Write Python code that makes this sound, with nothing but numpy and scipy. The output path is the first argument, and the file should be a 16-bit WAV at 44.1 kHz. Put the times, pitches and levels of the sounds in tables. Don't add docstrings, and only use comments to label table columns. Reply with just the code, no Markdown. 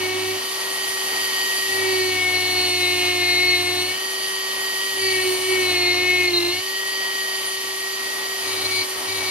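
import sys
import numpy as np
from scipy import signal
from scipy.fft import rfft, irfft
from scipy.io import wavfile
from scipy.ndimage import uniform_filter1d

SR = 44100
rng = np.random.default_rng(int(sys.argv[2]) if len(sys.argv) > 2 else 0)


def output_pcm(signal):
    pcm = np.clip(np.atleast_2d(signal).T, -1, 1) * 32767
    wavfile.write(sys.argv[1], SR, np.round(pcm).astype(np.int16))


N = 410130
TIME = np.arange(N) / SR
PULSE_HZ = 100
PORT_LAG_S = 5.2e-5


def undb(db):
    return 10 ** (np.asarray(db) / 20)


def curves(table):
    time_s, *columns = np.transpose(table)
    return [np.interp(TIME, time_s, column) for column in columns]


def over_hz(table, hz):
    points_hz, values = np.transpose(table)
    return np.interp(np.log(hz + 1), np.log(points_hz), values)


def walk(rate):
    width = max(int(SR / rate), 2)
    drift = rng.standard_normal(N)
    for _ in range(2):
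        drift = uniform_filter1d(drift, width, mode="wrap")
    return drift / drift.std()


def line(turns, order, hz, pan_db=0, flutter_db=1.5, slip=.1, flutter_rate=45, detour=0):
    phase = 2 * np.pi * (order * turns + rng.random()) + slip * walk(flutter_rate)
    size = np.sqrt(2) * undb(flutter_db * walk(flutter_rate))
    pan = undb(np.array([[pan_db], [-pan_db]]) / 2)
    pan = pan / np.sqrt(np.mean(pan ** 2))
    lag = 2 * np.pi * order * hz.mean() * PORT_LAG_S + detour
    tones = np.array([np.sin(phase + lag * side) for side in (-.5, .5)])
    return size * pan * tones


def mains_pulses(width):
    return np.exp(-.5 * (((TIME * PULSE_HZ) % 1 - .5) / width) ** 2)


# time_s, shaft_rate_hz
SHAFT_SPEED = [(0.0, 375), (0.05, 371.2), (0.57, 382.5), (0.85, 383.9), (1.14, 381.9), (1.19, 384),
               (1.32, 382.1), (1.6, 384.8), (1.89, 378.6), (1.97, 374.7), (2.17, 370.7), (2.25, 366.4),
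               (2.51, 366.8), (2.64, 365.0), (2.72, 361.4), (3.13, 360), (3.21, 357.7), (3.39, 358.3),
               (3.44, 361.7), (3.62, 358.2), (3.83, 363.4), (3.91, 370), (3.96, 376.9), (4.04, 382.6),
               (4.22, 383), (4.4, 383), (4.77, 384), (4.82, 387.5), (5.05, 380.7), (5.2, 373.4),
               (5.36, 372.2), (5.52, 376.4), (5.57, 373.7), (5.77, 358.8), (5.85, 356.7), (5.96, 358.1),
               (6.06, 363), (6.22, 361), (6.4, 348), (6.45, 349.5), (6.5, 352.8), (6.63, 378.7),
               (6.71, 385.4), (7.07, 386.0), (7.43, 382.6), (8.31, 385.4), (8.78, 374.5), (9.09, 381.8),
               (9.14, 381.1), (9.3, 375.2)]


def shaft():
    hz = curves(SHAFT_SPEED)[0] * (1 + 0.000739 * walk(19.4))
    return hz, np.cumsum(hz) / SR


FREE_HZ, SAG_HZ = 384.3, 20.7
BEARING_ORDER = 4.92
BEARING, BUZZ, WHISTLE = (-30.5, -13.5, -2.2), (-35.5, 1.3, -3.5), (-34, -5.5, -0.92)
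# time_s, tip_share (0 = flank .. 1 = tip)
TOOL_ANGLE = [(0, 0.16), (7.4, 0.041), (7.9, 0.98), (9.3, 1)]
# time_s, bearing_db, buzz_db, whistle_db, low_air_db, rush_treble_db
HAND_FACING = [(0, -3, -2, -2, 3.5, -2.5), (.6, -2, -3.5, -1, 2.5, 0.5), (.95, 1, -2, 3, 4.5, 2.5),
               (1.4, 5, 5, -3, 3, 4.7), (1.75, 2.5, -1, 1.5, 3.5, 3.5), (2.2, -1, -2, -1.5, 2, 1),
               (2.95, 0.5, 2.5, 1, 2.5, 1), (3.7, 0.5, -2, 0.5, 2, -1), (4.15, 0.5, 0, 0.5, 1.2, -0.5),
               (4.6, 0.5, 1, -0.5, 2.5, 0.5), (5.05, 1, 1, 2, 2, 2), (5.55, 1, 1, 7.5, 3.5, 2.2),
               (5.9, -3, 0, -8, 4, -.7), (6.5, -1, -0.5, -6, 0.7, -0.8), (7.05, 1.5, 0, -4, 2.3, -0.2),
               (7.5, -.5, -0.5, 0.5, 1, 0.5), (7.7, 0, -2.5, -2, .5, -1.5), (8.4, -0.5, -1.5, -1, 4.5, 1),
               (9.3, -3, -2.5, 2.5, 4, -0.5)]


def motor(turns, hz, load):
    labour = np.tanh(np.maximum(FREE_HZ - hz, 0) / SAG_HZ)
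    tip = curves(TOOL_ANGLE)[0]
    tone_levels = [undb(free_db + labour * labour_db + tip * tip_db)
                   for free_db, labour_db, tip_db in (BEARING, BUZZ, WHISTLE)]
    bearing, buzz, whistle = undb(curves(HAND_FACING)[:3]) * tone_levels
    current = mains_pulses(width=.085) * undb(1.4 * walk(150))
    current = current / current.mean()
    depth = .48 + .22 * load
    pulsing = 1 - depth + depth * current
    twisted = turns + 0.0073 * load * np.sin(2 * np.pi * PULSE_HZ * TIME)

    out = bearing * line(turns, BEARING_ORDER, hz, pan_db=0.5, flutter_db=1.1, slip=.07, detour=0.9)
    out += buzz * pulsing * line(twisted, 8, hz, pan_db=1.0, flutter_db=1.25, slip=.11,
                                 flutter_rate=39, detour=-0.029)
    whistle = whistle * (0.82 + 0.065 * current)
    out += whistle * line(turns, 24, hz, pan_db=2.5, flutter_db=2.3, slip=0.18, detour=1.21)
    out += undb(-45 - 11 * load) * line(turns, 32, hz, pan_db=-3.5, flutter_db=1.5, slip=.35, detour=-2.1)
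    return out


# start_s, end_s, ease_in_s, release_s, bite_db, drone_db (shaft rate), fifth_db (5th multiple),
# chatter_db (6th), seventh_db (7th), eleventh_db (11th), whine_db (12th), squeal_db (36th)
CUTTING_STROKES = [(0, .33, 0.0044, 0.083, -29, -28.5, -37.5, -28, -40, -46, -55, -65),
                   (1.6, 1.78, .15, 0.081, -35.5, -32.5, -25.5, -32, -50, -45, -42, -65),
                   (1.772, 2.04, .1, 0.15, -30.5, -24.5, -30.5, -23.5, -38, -37, -30, -65),
                   (2.059, 2.3, 0.12, 0.083, -26.5, -34.5, -33.5, -22.5, -43, -41, -42, -65),
                   (2.3, 2.523, 0.07, .1, -26.5, -33, -37, -25, -43, -31, -28, -65),
                   (2.521, 2.75, .1, 0.057, -26, -30.5, -48, -30, -36, -32, -24.5, -62),
                   (2.75, 3.155, 0.063, 0.096, -25.5, -29, -40, -25, -33, -30, -30.5, -58),
                   (3.161, 3.561, 0.081, 0.067, -26.5, -30.5, -38.5, -21.5, -33, -25, -24, -49),
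                   (3.568, 3.82, 0.049, 0.11, -26, -31, -46, -28.5, -39, -30, -32, -47),
                   (3.87, 3.931, .04, .06, -36, -45, -38, -25.5, -55, -50, -50, -65),
                   (4.928, 5.139, .13, 0.047, -32.5, -27, -28, -23.5, -38, -40, -29.5, -65),
                   (5.145, 5.21, 0.043, 0.038, -32, -27, -24, -23, -35, -41, -42, -65),
                   (5.213, 5.297, 0.053, 0.15, -35, -23.5, -42, -25.5, -42, -42, -30, -65),
                   (5.379, 5.602, 0.14, 0.083, -33.5, -23.5, -31.5, -22, -38, -38, -37, -65),
                   (5.587, 5.973, 0.12, 0.088, -26.5, -27.3, -38, -24.5, -32, -30, -27.5, -58),
                   (5.979, 6.22, .09, 0.097, -28, -27, -34, -18, -30, -30, -34, -60),
                   (6.221, 6.481, .12, 0.078, -30, -23.5, -54, -25.5, -43, -31, -25, -54),
                   (6.52, 6.59, 0.032, .035, -30.5, -38, -48, -25, -48, -37, -31, -62),
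                   (8.442, 8.599, .02, 0.049, -35.5, -38, -42, -28, -48, -35, -50, -65),
                   (8.609, 8.809, 0.042, .05, -30.5, -36, -50, -22, -46, -30, -30, -60),
                   (9.06, 9.302, 0.029, .05, -32, -38.5, -42, -24.5, -48, -33, -39, -62)]


def strokes():
    out = 0
    for start, end, ease_s, release_s, *levels_db in CUTTING_STROKES:
        press = np.clip((TIME - start) / max(ease_s, .005), 0, 1)
        let_go = np.clip(1 - (TIME - end) / max(release_s, .005), 0, 1)
        out = out + np.outer(undb(levels_db), press * let_go)
    return out


# start_s, end_s, whine_dip (0-1), chatter_dip (0-1)
GRAIN_SKIPS = [(0, .36, 0.4, .5), (5.04, 5.58, 0.58, 0.81), (5.902, 6.26, .45, 0.05),
               (6.26, 6.554, 0.72, 0.4), (8.44, 9.3, 0.55, 0.33)]


def grip(depths, loose):
    depth = 0
    for (start, end, *_), share in zip(GRAIN_SKIPS, depths):
        depth = depth + share * ((TIME > start) & (TIME < end))
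    depth = uniform_filter1d(np.clip(depth, 0, 1), SR // 50)
    return (1 - depth * loose) / (1 - depth * loose.mean())


GRAIN_DB, GRAIN_RATE = 1.2, 13
RING_HZ, RING_WIDTH_HZ = 2168, 92
FREE_DRONE_DB, FREE_FIFTH_DB, FREE_ELEVENTH_DB, FREE_WHINE_DB = -39.5, -42.5, -46, -35
WHINE_FOLLOW = 0.88
WHINE_TIP_DB = -1
# multiple, free_db, flank_cut_db, tip_cut_db, left_minus_right_db
WEAK_OVERTONES = [(2, -59, -11, -15.5, -6.5), (3, -43.5, -22.5, -18, -23), (4, -71, -22.5, -24, 31),
                  (9, -50, -18.5, -16, 6), (10, -68, -15.5, -5.5, -1), (13, -48.5, -26, -8.5, 12),
                  (14, -52, -32, -28, -8), (15, -48.5, -23.5, -15, 11), (16, -58, -17.5, -16, 14),
                  (17, -52, -45, -15, 13), (18, -50.5, -38, -16, 14), (23, -60, -34, -28, 6),
                  (25, -52, -40, -10, 21), (26, -71, -34, -24, 13), (28, -63, -24, -30, -12),
                  (33, -48, -30, -28, -10)]


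def bit(turns, hz, bite, load, drone, fifth, chatter, seventh, eleventh, whine, squeal):
    tip = np.clip(curves(TOOL_ANGLE)[0], 0, 1)
    loose = .5 + .5 * np.tanh(4 * (walk(120) - .7))
    held, chatter_held = (grip(depths, loose) for depths in np.transpose(GRAIN_SKIPS)[2:])

    chatter, eleventh, whine = (tone * undb(GRAIN_DB * walk(GRAIN_RATE))
                                for tone in (chatter, eleventh, whine))
    chatter = chatter / np.hypot(1, 2 * (6 * hz - RING_HZ) / RING_WIDTH_HZ)
    drone = np.hypot(drone, undb(FREE_DRONE_DB))
    fifth = np.hypot(fifth, undb(FREE_FIFTH_DB))
    eleventh = np.hypot(eleventh, undb(FREE_ELEVENTH_DB))
    free_whine_db = FREE_WHINE_DB + WHINE_FOLLOW * curves(HAND_FACING)[0] + WHINE_TIP_DB * tip
    whine = np.hypot(whine, undb(free_whine_db))

    out = drone * line(turns, 1, hz, pan_db=-4, flutter_db=0.83, slip=0.033, detour=-0.94)
    out *= 1 + 0.088 * np.sin(2 * np.pi * PULSE_HZ * TIME)
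    out += fifth * line(turns, 5, hz, pan_db=5, flutter_db=1.1, slip=0.08, detour=0.85)
    chatter = chatter * chatter_held
    out += chatter * line(turns, 6, hz, pan_db=6.0, flutter_db=1.44, slip=0.14, detour=-0.13)
    out += seventh * line(turns, 7, hz, pan_db=-1, flutter_db=1.5, slip=.13)
    eleventh_detour = 0.2 + 1.1 * tip
    out += eleventh * held * line(turns, 11, hz, pan_db=4.0, flutter_db=2.0, slip=0.18, detour=eleventh_detour)
    out += whine * held * line(turns, 12, hz, pan_db=-2.5, flutter_db=2.0, slip=0.19, detour=0.14)
    out += squeal * line(turns, 36, hz, pan_db=6, flutter_db=6, slip=.9, flutter_rate=300)

    for order, free_db, flank_db, tip_db, pan_db in WEAK_OVERTONES:
        cutting = held * bite * undb(flank_db + tip * (tip_db - flank_db))
        size = np.hypot(undb(free_db - 2.4 * load), cutting)
        flutter_db, slip = min(0.26 * order, 2.3), 0.026 * min(order, 10)
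        out += size * line(turns, round(order), hz, pan_db, flutter_db=flutter_db, slip=slip)
    return out


RASP_DB, RASP_LOAD_DB, RASP_FOLLOW = 1.06, 1.5, 0.6
# frequency_hz, density_db (dB per Hz)
AIR_SPECTRUM = [(30, -107), (65, -82), (150, -85), (220, -80), (280, -75), (450, -75), (850, -69.5),
                (1200, -70), (1600, -74.5), (2200, -68), (4500, -69), (6500, -72), (8300, -75.5),
                (10500, -71), (14200, -78)]
# frequency_hz, share (0-1)
PORT_LIKENESS = [(100, 0.82), (600, 0.85), (1400, 0), (3000, 0.59), (6000, 0.51), (13000, 0.06)]


def rush(turns, load):
    hz = np.arange(N // 2 + 1) * SR / N
    common, left, right = rfft(rng.standard_normal((3, N)))
    alike = np.clip(over_hz(PORT_LIKENESS, hz), 0, 1)
    lag = np.exp(-2j * np.pi * hz * PORT_LAG_S)
    shared = np.array([common * lag, common])
    separate = np.array([left, right])
    ports = np.sqrt(alike) * shared + np.sqrt(1 - alike) * separate
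    ports *= undb(over_hz(AIR_SPECTRUM, hz)) * np.sqrt(SR / 2)

    below_rasp = 1 / (1 + (hz / 1900) ** 6)
    below_hiss = 1 / (1 + (hz / 6500) ** 6)
    bands = (below_rasp, below_hiss - below_rasp, 1 - below_hiss)
    air, rasp, hiss = (irfft(ports * share, N) for share in bands)

    air_db, hiss_db = curves(HAND_FACING)[3:]
    rasp_db = RASP_DB + RASP_LOAD_DB * load + RASP_FOLLOW * hiss_db
    tearing = 1 + (0.088 + 0.21 * load) * np.sin(2 * np.pi * turns)
    sparking = 1 + 0.072 * mains_pulses(width=0.083)
    out = air * undb(air_db + 1.15 * walk(12))
    out += rasp * tearing * undb(rasp_db + .5 * walk(30))
    out += hiss * tearing * sparking * undb(hiss_db - 1.04 + 0.88 * walk(30))
    return out


# frequency_hz, level_db (relative to the 100 Hz hum)
POST_HUM = [(100, 0), (200, -17), (300, -1), (400, -11)]


def hum(load):
    tones = sum(undb(db) * np.sin(2 * np.pi * (hz * TIME + rng.random())) for hz, db in POST_HUM)
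    rumble_band = signal.butter(2, [35, 140], "bandpass", fs=SR, output="sos")
    rumble = signal.sosfilt(rumble_band, rng.standard_normal(N))
    post = undb(-38.5) * tones + undb(-54.5) * rumble / rumble.std()
    return load * post * undb([[-1.2], [1.2]])


def workshop(x, room_db, t60_s):
    t = TIME[:SR // 2]
    tail = rng.standard_normal((2, len(t))) * undb(-60 * t / t60_s) * (t > .004)
    tail /= np.sqrt(np.sum(tail ** 2, axis=1, keepdims=True))
    return x + undb(room_db) * signal.fftconvolve(x, tail, axes=1)[:, :N]


def scene():
    hz, turns = shaft()
    bite, *partials = strokes()
    load = np.tanh(bite / undb(-27))
    tool = motor(turns, hz, load) + bit(turns, hz, bite, load, *partials)
    return workshop(tool, room_db=-19, t60_s=.3) + rush(turns, load) + hum(load)


def record(dry):
    return signal.sosfilt(signal.ellip(12, .1, 90, 14550, fs=SR, output="sos"), dry)


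dry = scene()
out = record(dry)
output_pcm(out)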